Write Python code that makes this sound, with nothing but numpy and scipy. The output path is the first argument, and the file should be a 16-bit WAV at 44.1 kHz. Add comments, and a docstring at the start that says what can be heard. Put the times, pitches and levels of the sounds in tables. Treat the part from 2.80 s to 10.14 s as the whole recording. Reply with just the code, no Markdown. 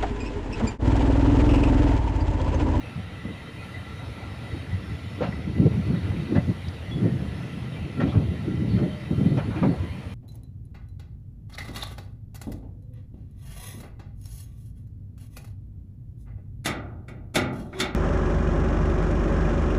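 """Wind buffets the microphone over the hiss of wheels: a passenger coach rolling slowly on jointed
rails, heard from one microphone held out of a window, right in the slipstream. Eddies press on it
in gusts, puffs and pops above a deep rumble. From the track below, rail roughness hisses and sets
the wheels humming in their own modes; they clatter over the joints and knock, ping or squeak."""
import sys
import numpy as np
from scipy import signal
from scipy.fft import rfft, irfft, next_fast_len
from scipy.io import wavfile
from scipy.ndimage import uniform_filter1d, map_coordinates

SR = 44100
rng = np.random.default_rng(int(sys.argv[2]) if len(sys.argv) > 2 else 0)


def dump(signal):
    """Clip the signal to [-1, 1] and save it as 16-bit WAV at the path in sys.argv[1]."""
    limited = np.clip(np.atleast_2d(signal).T, -1, 1)
    pcm = np.round(limited * 32767).astype(np.int16)
    wavfile.write(sys.argv[1], SR, pcm)


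N = 323681

# The wheels' running level along the track: time_s, roll_db, hiss_db, singing_offset_db
ROLLING_LEVELS = [(0, -44.5, -66.5, 2), (.9, -45, -65, 2.5), (1.7, -44, -65, 2.5), (2.8, -44.5, -67, 0.5),
                  (3.3, -43, -63.5, 1), (4.05, -44.5, -65, -0.5), (4.6, -43.5, -65, -3),
                  (5.4, -45, -66.5, 0), (6.4, -45, -64.5, 1.5), (7.34, -45.5, -66, -7)]
# The fainter wheel modes: pitch_hz, width_hz, level_db
FAINT_MODES = [(1840, 150, -59.5), (2404, 26, -65.5), (2615, 41, -65), (2766, 29, -65), (3104, 32, -64.5),
               (3460, 18, -72.5), (4330, 200, -66), (5270, 50, -76), (5740, 55, -78), (5860, 40, -86),
               (6950, 60, -81.5), (10350, 120, -78.5), (11150, 70, -83.5), (11600, 70, -88)]
# The three clearest wheel modes: pitch_hz, width_hz, level_db
SINGING_MODES = [(1353, 35, -59.5), (1994, 53, -55.5), (3800, 74, -64)]


def amp(db):
    """Gain of a level in dB."""
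    return 10 ** (np.asarray(db) / 20)


def unit(x):
    """x at rms 1."""
    return x / np.sqrt(np.mean(x ** 2) + 1e-20)


def curves(rows):
    """One value per sample for each column after the time."""
    times, *columns = np.transpose(rows)
    return [np.interp(np.arange(N) / SR, times, column) for column in columns]


def wobble(rate):
    """A smooth random curve, rate knots a second."""
    knots = rng.standard_normal(int(N * rate / SR) + 4)
    return map_coordinates(knots, [np.arange(N) * rate / SR])


def filtered(x, response):
    """x through a filter whose gain is response(hz)."""
    size = next_fast_len(len(x) + 8192)
    return irfft(rfft(x, size) * response(np.fft.rfftfreq(size, 1 / SR)), size)[:len(x)]


def rush(spectrum, patchy_db, count=N):
    """Noise of rms 1 with patches of random gain, coloured by (freq_hz, level_db) points."""
    bins = signal.stft(rng.standard_normal(count + 512), nperseg=512)[2]
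    patches = uniform_filter1d(rng.standard_normal(bins.shape), size=4, axis=0)
    patches = uniform_filter1d(patches, size=12, axis=1)
    noise = signal.istft(bins * amp(patchy_db * unit(patches)), nperseg=512)[1][:count]
    freq_hz, level_db = np.transpose(spectrum)
    return unit(filtered(noise, lambda f: amp(np.interp(np.log1p(f), np.log1p(freq_hz), level_db))))


def hum(hz, width_hz):
    """Noise in one narrow mode, rms 1."""
    return unit(filtered(rng.standard_normal(N), lambda f: 1 / (1 + ((f - hz) / width_hz) ** 2)))


def resonances(modes):
    """The gain of (pitch_hz, width_hz, gain_db) modes as a function of frequency."""
    return lambda f: np.sqrt(sum(amp(2 * db) / (1 + ((f - hz) / width_hz * 2) ** 2)
                                 for hz, width_hz, db in modes))


def swell(t, rise_s, t60_s):
    """A soft rise into an exponential fall, peak 1."""
    shape = (1 - np.exp(-t / max(rise_s, 1e-4))) * amp(-60 * t / max(t60_s, .005))
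    return shape / shape.max()


def add(track, start_s, x):
    """Mix x into track from start_s."""
    part = track[round(start_s * SR):][:len(x)]
    part += x[:len(part)]


def humps(centres_s, lengths_s, levels_db, lean=1):
    """Summed power of rounded swells; with lean over 1 they build more slowly than they drop."""
    power = np.zeros(N)
    for centre_s, length_s, db in zip(centres_s, np.maximum(lengths_s, .02), levels_db):
        u = np.linspace(0, 1, int(length_s * SR))
        add(power, centre_s - length_s / 2, amp(2 * db) * np.sin(np.pi * u ** lean) ** 2)
    return power


def rail_hiss():
    """Wheels on rough rail, below the window: a broad rush and a high hiss that waver together."""
    # The rolling contact: freq_hz, level_db
    contact_spectrum = [(180, -2.5), (300, -2.5), (373, -12.5), (453, -0.5), (502, -5), (711, -6.5),
                        (1030, -11), (1390, -12), (1700, -14.5), (2020, -14.5), (2120, -11.5), (3740, -18),
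                        (6500, -34.5), (8450, -76), (14300, -120)]
    # Its high hiss: freq_hz, level_db
    hiss_spectrum = [(3240, -18), (5500, -9), (5890, -8.5), (6170, -5), (7110, -6), (7670, -8.5),
                     (8570, -7.5), (9300, -2.5), (10000, 0), (10350, -6.5), (10800, -9), (12800, -13.5),
                     (14800, -13.5), (15300, -20.5)]
    roll_db, hiss_db, _ = curves(ROLLING_LEVELS)
    shake = wobble(6)
    contact = amp(roll_db + 0.1 * shake) * rush(contact_spectrum, patchy_db=2.0)
    hiss = amp(hiss_db + 0.34 * shake + 0.4 * wobble(9)) * rush(hiss_spectrum, patchy_db=1.6)
    return contact + hiss


def wheel_hum(spurt_s=0.08):
    """Rail roughness drives the wheel modes: the faint ones waver, the clearest sing in spurts."""
    # Flare-ups, each in the singing mode near its pitch: centre_s, pitch_hz, level_db
    spurts = [(.49, 1985, -46.5), (.59, 1985, -48), (.82, 1360, -51), (.82, 1985, -51), (.96, 1985, -46),
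              (1.08, 1985, -52), (1.2, 1985, -52), (1.35, 1985, -52), (1.2, 3820, -56.5), (1.64, 1360, -48),
              (1.94, 1985, -51), (2.11, 1985, -54), (2.43, 1360, -46), (3.13, 1360, -54), (3.17, 3820, -55),
              (3.31, 1985, -49), (3.58, 1985, -43), (3.88, 3820, -54), (4.09, 1985, -51), (4.62, 1360, -55),
              (5.21, 1360, -42), (5.23, 1985, -46), (6.58, 1360, -41.5), (6.85, 1360, -46),
              (7.07, 1985, -48.5)]
    roll_db, _, singing_db = curves(ROLLING_LEVELS)
    track = np.zeros(N)
    for hz, width_hz, db in FAINT_MODES:
        waver_db = 2.2 * wobble(2.2) + 2.6 * wobble(14)
        track += amp(db + roll_db - roll_db.mean() + waver_db) * hum(hz, width_hz)
    for hz, width_hz, db in SINGING_MODES:
        own_spurts = [row for row in spurts if abs(np.log2(row[1] / hz)) < .25]
        centres_s, _, flare_db = np.transpose(own_spurts)
        flare_power = humps(centres_s, np.full(len(centres_s), spurt_s), flare_db)
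        flicker = amp(db + singing_db) * unit(amp(1.9 * wobble(25) + 1.6 * wobble(8.3)))
        track += np.sqrt(flicker ** 2 + flare_power) * hum(hz, width_hz)
    return track


def rail_joints(rise_s=0.016, clank_db=-6.5, crack_db=-15.5):
    """Each gap shakes loose steel: a crack, a clatter, its clank in the wheel, a thud in the frame."""
    # A wheel over a gap: start_s, clatter_db, thud_offset_db, tilt_db_per_octave, t60_s
    gaps = [(2.4054, -41.5, 13.5, -2.5, 0.22), (2.4212, -42, -16, -3, 0.19), (3.129, -53, 4, -8, .2),
            (3.25, -50.5, -2, -10, 0.27), (3.547, -40.5, 10.5, -2, 0.17), (4.59, -53, -2, 2, .2),
            (5.1994, -40, 8.5, -2, 0.15), (5.265, -50, 13.5, 4, .14), (5.3178, -42.5, -2, -17, 0.2),
            (5.389, -53, 11.5, -17, 0.18), (5.9694, -47, -14, -4, .19), (6.57, -40.5, 5.5, -5.5, 0.2),
            (6.6394, -59, 0, -11, .16), (6.6994, -47, 0, -9, 0.52), (6.7555, -44, -15, -8, 0.47),
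            (6.8234, -38.5, 10.5, -5.5, 0.15), (6.9048, -53.5, 13.5, -14, 0.39)]
    # Loose steel shaking: freq_hz, level_db
    clatter_spectrum = [(470, -33), (800, -12), (1230, -6), (1400, -6.5), (1630, -5.5), (1850, -14),
                        (2240, -9), (3740, -18.5), (8000, -44.5), (10400, -80), (17600, -120)]
    # Steel on steel at the blow: freq_hz, level_db
    crack_spectrum = [(2000, -30), (3200, 1), (6000, -7), (8500, -40)]
    # The frame under the coach: pitch_hz, width_hz, gain_db
    frame_modes = [(487, 220, -0.5), (562, 67, 7), (730, 45, 2), (900, 89, -9)]
    # The push on that frame: freq_hz, level_db
    thud_spectrum = [(300, -40), (430, -1.5), (1100, 5), (1500, -45)]
    track, t = np.zeros(N), np.arange(SR // 2) / SR
    for start_s, db, thud_db, tilt, t60_s in gaps:
        tilted = [(hz, level + tilt * np.log2(hz / 2000)) for hz, level in clatter_spectrum]
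        clatter = rush(tilted, patchy_db=2.5, count=len(t))
        modes = [(hz, 1.6 * width, rng.normal(0, 3)) for hz, width, _ in FAINT_MODES + SINGING_MODES]
        clank = filtered(clatter, resonances(modes))
        thud = filtered(rush(thud_spectrum, patchy_db=1.1, count=len(t)), resonances(frame_modes))
        crack = rush(crack_spectrum, patchy_db=2.0, count=len(t))
        add(track, start_s, amp(db + crack_db) * swell(t, rise_s / 2, t60_s=.09) * crack)
        shape = swell(t, rise_s, t60_s)
        for noise, offset_db in (clatter, 0), (clank, clank_db), (thud, thud_db):
            burst = shape * noise
            burst *= np.linalg.norm(shape) / np.linalg.norm(burst)  # the blow sets the energy
            add(track, start_s, amp(db + offset_db) * burst)
    return track


def short_tones():
    """Wind pops on the microphone, and knocks, pings and squeaks from the wheels."""
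    # One tone a row: start_s, level_db, pitch_hz, glide_hz_per_s, width_hz, rise_s, t60_s
    tones = [(0.02, -47, 2630, 2, 87, 0.035, 0.45), (0.45, -24.5, 238, 0, 27, 0.0018, 0.074),
             (0.48, -37, 450, -2, 40, .003, 0.11), (0.78, -44.5, 2470, 2, 39, 0.012, 0.22),
             (1.08, -68, 5860, 3, 22, 0.1, 1.6), (1.74, -33, 297, -3, 51, 0.0034, 0.073),
             (2.002, -61, 5340, 0, 54, 0.08, .7), (2.251, -65, 5360, 10, 40, .08, 1.2),
             (2.44, -62, 5350, 0, 35, .08, .8), (2.406, -20, 507, -8, 22, 0.0048, 0.061),
             (2.522, -34, 1980, -3, 47, 0.0034, 0.052), (2.862, -19.5, 462, -3, 9.4, 0.0022, 0.04),
             (3.521, -17.5, 327, 2, 13, 0.0026, 0.058), (3.883, -41, 4440, 0, 970, .001, 0.03),
             (4.11, -39.5, 3370, 0, 6.7, 0.012, 0.16), (4.175, -48, 3360, 0, 10, .01, .1),
             (4.96, -44, 2360, 20, 33, .01, 0.1), (5.199, -34, 1857, 2, 55, 0.0034, 0.15),
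             (5.285, -44, 3300, 8, 220, 0.0092, 0.16), (5.88, -52, 4500, -2500, 150, 0.037, 0.42),
             (5.62, -71, 5730, 0, 27, .1, 1.5), (5.95, -38, 598, -4, 18, 0.056, 1.2),
             (6.407, -32, 505, 0, 45, .002, 0.035), (6.758, -25, 306, 3, 18, 0.0086, 0.17),
             (6.93, -49, 1022, 3, 23, 0.052, 0.94)]
    track, t = np.zeros(N), np.arange(SR // 2) / SR
    fade = np.cos(np.pi * t)  # closes long tones at half a second
    for start_s, db, hz, glide, width_hz, rise_s, t60_s in tones:
        # the phase wanders: the wider the tone, the closer to a tick or a scrape
        drift = np.cumsum(rng.normal(0, np.sqrt(2 * np.pi * abs(width_hz) / SR), len(t)))
        tone = np.sin(2 * np.pi * (hz + glide * t / 2) * t + uniform_filter1d(drift, size=12))
        add(track, start_s, amp(db) * swell(t, rise_s, t60_s) * fade * tone)
    return track


def wind_gains(fast_offset_db=-5):
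    """Gains of slow eddies, fast eddies and deep rumble: the stream past the window plus its gusts."""
    # The slipstream between gusts: time_s, buffet_db, rumble_db
    stream = [(0, -43.5, -38), (.7, -42, -45.5), (1.3, -42.5, -37.5), (1.8, -41.5, -40), (2.3, -39.5, -39),
              (2.7, -35.5, -34), (3.1, -32.5, -33), (3.6, -36, -32), (4.02, -42.5, -38), (4.4, -36.5, -35),
              (4.75, -35, -37.5), (5.1, -36, -41), (5.5, -29, -32.5), (5.9, -27, -28.5), (6.22, -35.5, -43),
              (6.45, -25.5, -29.5), (6.75, -34, -31), (7.05, -37, -32), (7.34, -43, -31.5)]
    # Single gusts: centre_s, length_s, buffet_db, fast_offset_db, rumble_db
    gusts = [(0.182, 0.062, -30.5, -23, -42), (0.492, 0.14, -43, 4, -32), (0.974, 0.064, -57, -4, -35),
             (1.288, 0.074, -35, -6, -34), (1.74, .12, -43.5, 2.5, -33), (1.932, 0.092, -34.5, -22, -26.5),
             (2.107, 0.13, -40.5, -1.5, -27), (2.42, 0.11, -26, -5, -36), (2.486, 0.051, -32, -27, -46),
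             (2.683, 0.06, -29, -5.5, -40), (2.816, .14, -19, -5, -23), (2.868, 0.044, -16, -6.5, -34),
             (2.922, 0.076, -30, -0.5, -38), (2.98, 0.083, -22.5, -8.5, -41),
             (3.128, .15, -21.5, -6.5, -35), (3.27, 0.12, -25, -8, -24.5), (3.386, 0.099, -28, -10, -27),
             (3.553, 0.13, -23, -0.5, -39), (3.698, 0.062, -21.5, -3.5, -31),
             (3.883, 0.053, -31.5, -18, -28.5), (4.126, 0.12, -35, -4, -31.5),
             (4.181, 0.099, -25.5, -2, -42), (4.249, 0.14, -21.5, -1, -49), (4.335, 0.12, -22.5, -9, -36),
             (4.418, 0.17, -29, -6.5, -28), (4.53, 0.049, -33, -23, -45), (5.023, 0.11, -36, -17, -28),
             (5.234, .17, -26, -2, -34), (5.377, 0.093, -22, -5, -19.5), (5.493, 0.067, -38, 4.5, -30.5),
             (5.612, 0.056, -36, -18, -39), (5.705, 0.11, -26.5, -6, -28.5), (5.933, 0.11, -23, -16, -26),
             (6.006, 0.18, -24.5, 0.5, -37), (6.328, 0.058, -25, -7.5, -27.5), (6.476, 0.18, -21, -4, -36),
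             (6.575, .06, -24.5, -2.5, -33), (6.694, 0.15, -33, -2, -31), (6.84, .07, -22, 4, -34),
             (6.89, .12, -21, -4, -24.5), (7.042, 0.063, -44, 5, -32), (7.167, 0.14, -35.5, -7, -36)]
    buffet_db, rumble_db = curves(stream)
    centres_s, lengths_s, gust_db, sharp_db, boom_db = np.transpose(gusts)
    layers = [(buffet_db, gust_db),
              (buffet_db + fast_offset_db, gust_db + sharp_db),
              (rumble_db, boom_db)]
    return [np.sqrt(amp(2 * steady_db) + humps(centres_s, lengths_s, peaks_db, lean=1.135))
            for steady_db, peaks_db in layers]


def body_rumble(gain):
    """Deep, uneven noise around the boom of the coach body."""
    # The boom: freq_hz, level_db
    boom_spectrum = [(20, -39), (35, -29), (52, -18), (70, -8.5), (87, -4.5), (104, -9), (130, -20),
                     (200, -84)]
    return gain * unit(amp(0.53 * wobble(22) + 2.3 * wobble(15)) * rush(boom_spectrum, patchy_db=-0.7))


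def puffs(cycles=2.4):
    """Single eddies hit the microphone, each a brief, low swing of pressure."""
    # One eddy a row: start_s, level_db, pitch_hz
    eddies = [(0.156, -23, 114), (0.449, -33, 87), (1.722, -20.5, 90), (1.91, -27.5, 78), (2.483, -17, 149),
              (2.672, -15, 191), (2.795, -8.5, 175), (2.809, -14, 129), (2.853, -13, 143),
              (2.868, -14.5, 155), (2.972, -18, 124), (3.101, -13.5, 150), (3.245, -17.5, 94.2),
              (3.294, -15, 99.6), (3.578, -9, 190), (3.694, -12, 142), (4.159, -16.5, 143),
              (4.819, -25.5, 122), (5.367, -8.5, 109.6), (5.818, -14.5, 195), (5.972, -16, 134),
              (6.308, -15.5, 217), (6.375, -12.5, 114), (6.409, -15, 194), (6.457, -10, 191),
              (6.577, -23, 121), (6.82, -14, 182), (6.845, -19, 215)]
    track = np.zeros(N)
    for start_s, db, hz in eddies:
        u = np.linspace(0, 1, int(SR * cycles / hz))
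        swing = np.sin(2 * np.pi * cycles * u + rng.uniform(0, 2 * np.pi))
        add(track, start_s, amp(db) * np.sin(np.pi * u) ** 2 * swing)
    return track


def slipstream(slow_gain, fast_gain):
    """Eddies press right on the microphone; faster air adds smaller, higher ones that come in lumps."""
    # Slow eddies: freq_hz, level_db
    slow_spectrum = [(50, -66), (85, -41), (110, 0.5), (140, -1.5), (190, -4.5), (240, -18.5), (340, -31),
                     (570, -120)]
    # Fast eddies: freq_hz, level_db
    fast_spectrum = [(110, -29), (190, -3), (280, -4), (350, -9), (429, -15), (616, -25.5), (1100, -43.5),
                     (1430, -57), (2420, -120)]
    lumps = wobble(28)
    slow = unit(amp(0.59 * lumps + 0.91 * wobble(13)) * rush(slow_spectrum, patchy_db=1.0))
    fast = unit(amp(1.9 * lumps + 1.24 * wobble(60)) * rush(fast_spectrum, patchy_db=1.75))
    return slow_gain * slow + fast_gain * fast


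def scene():
    """The air at the window and the wheels below reach one microphone."""
    slow_gain, fast_gain, rumble_gain = wind_gains()
    air = body_rumble(rumble_gain) + slipstream(slow_gain, fast_gain) + puffs()
    wheels = rail_hiss() + wheel_hum() + rail_joints()
    return (air + wheels + short_tones())[None]


def record(dry):
    """The microphone rolls off the deepest bass; the recorder keeps nothing above its band limit."""
    low_cut_hz, top_hz = 28, 15450
    return filtered(dry[0], lambda hz: (hz < top_hz) * (1j * hz / (1j * hz + low_cut_hz)) ** 2)[None]


dry = scene()
out = record(dry)
dump(out)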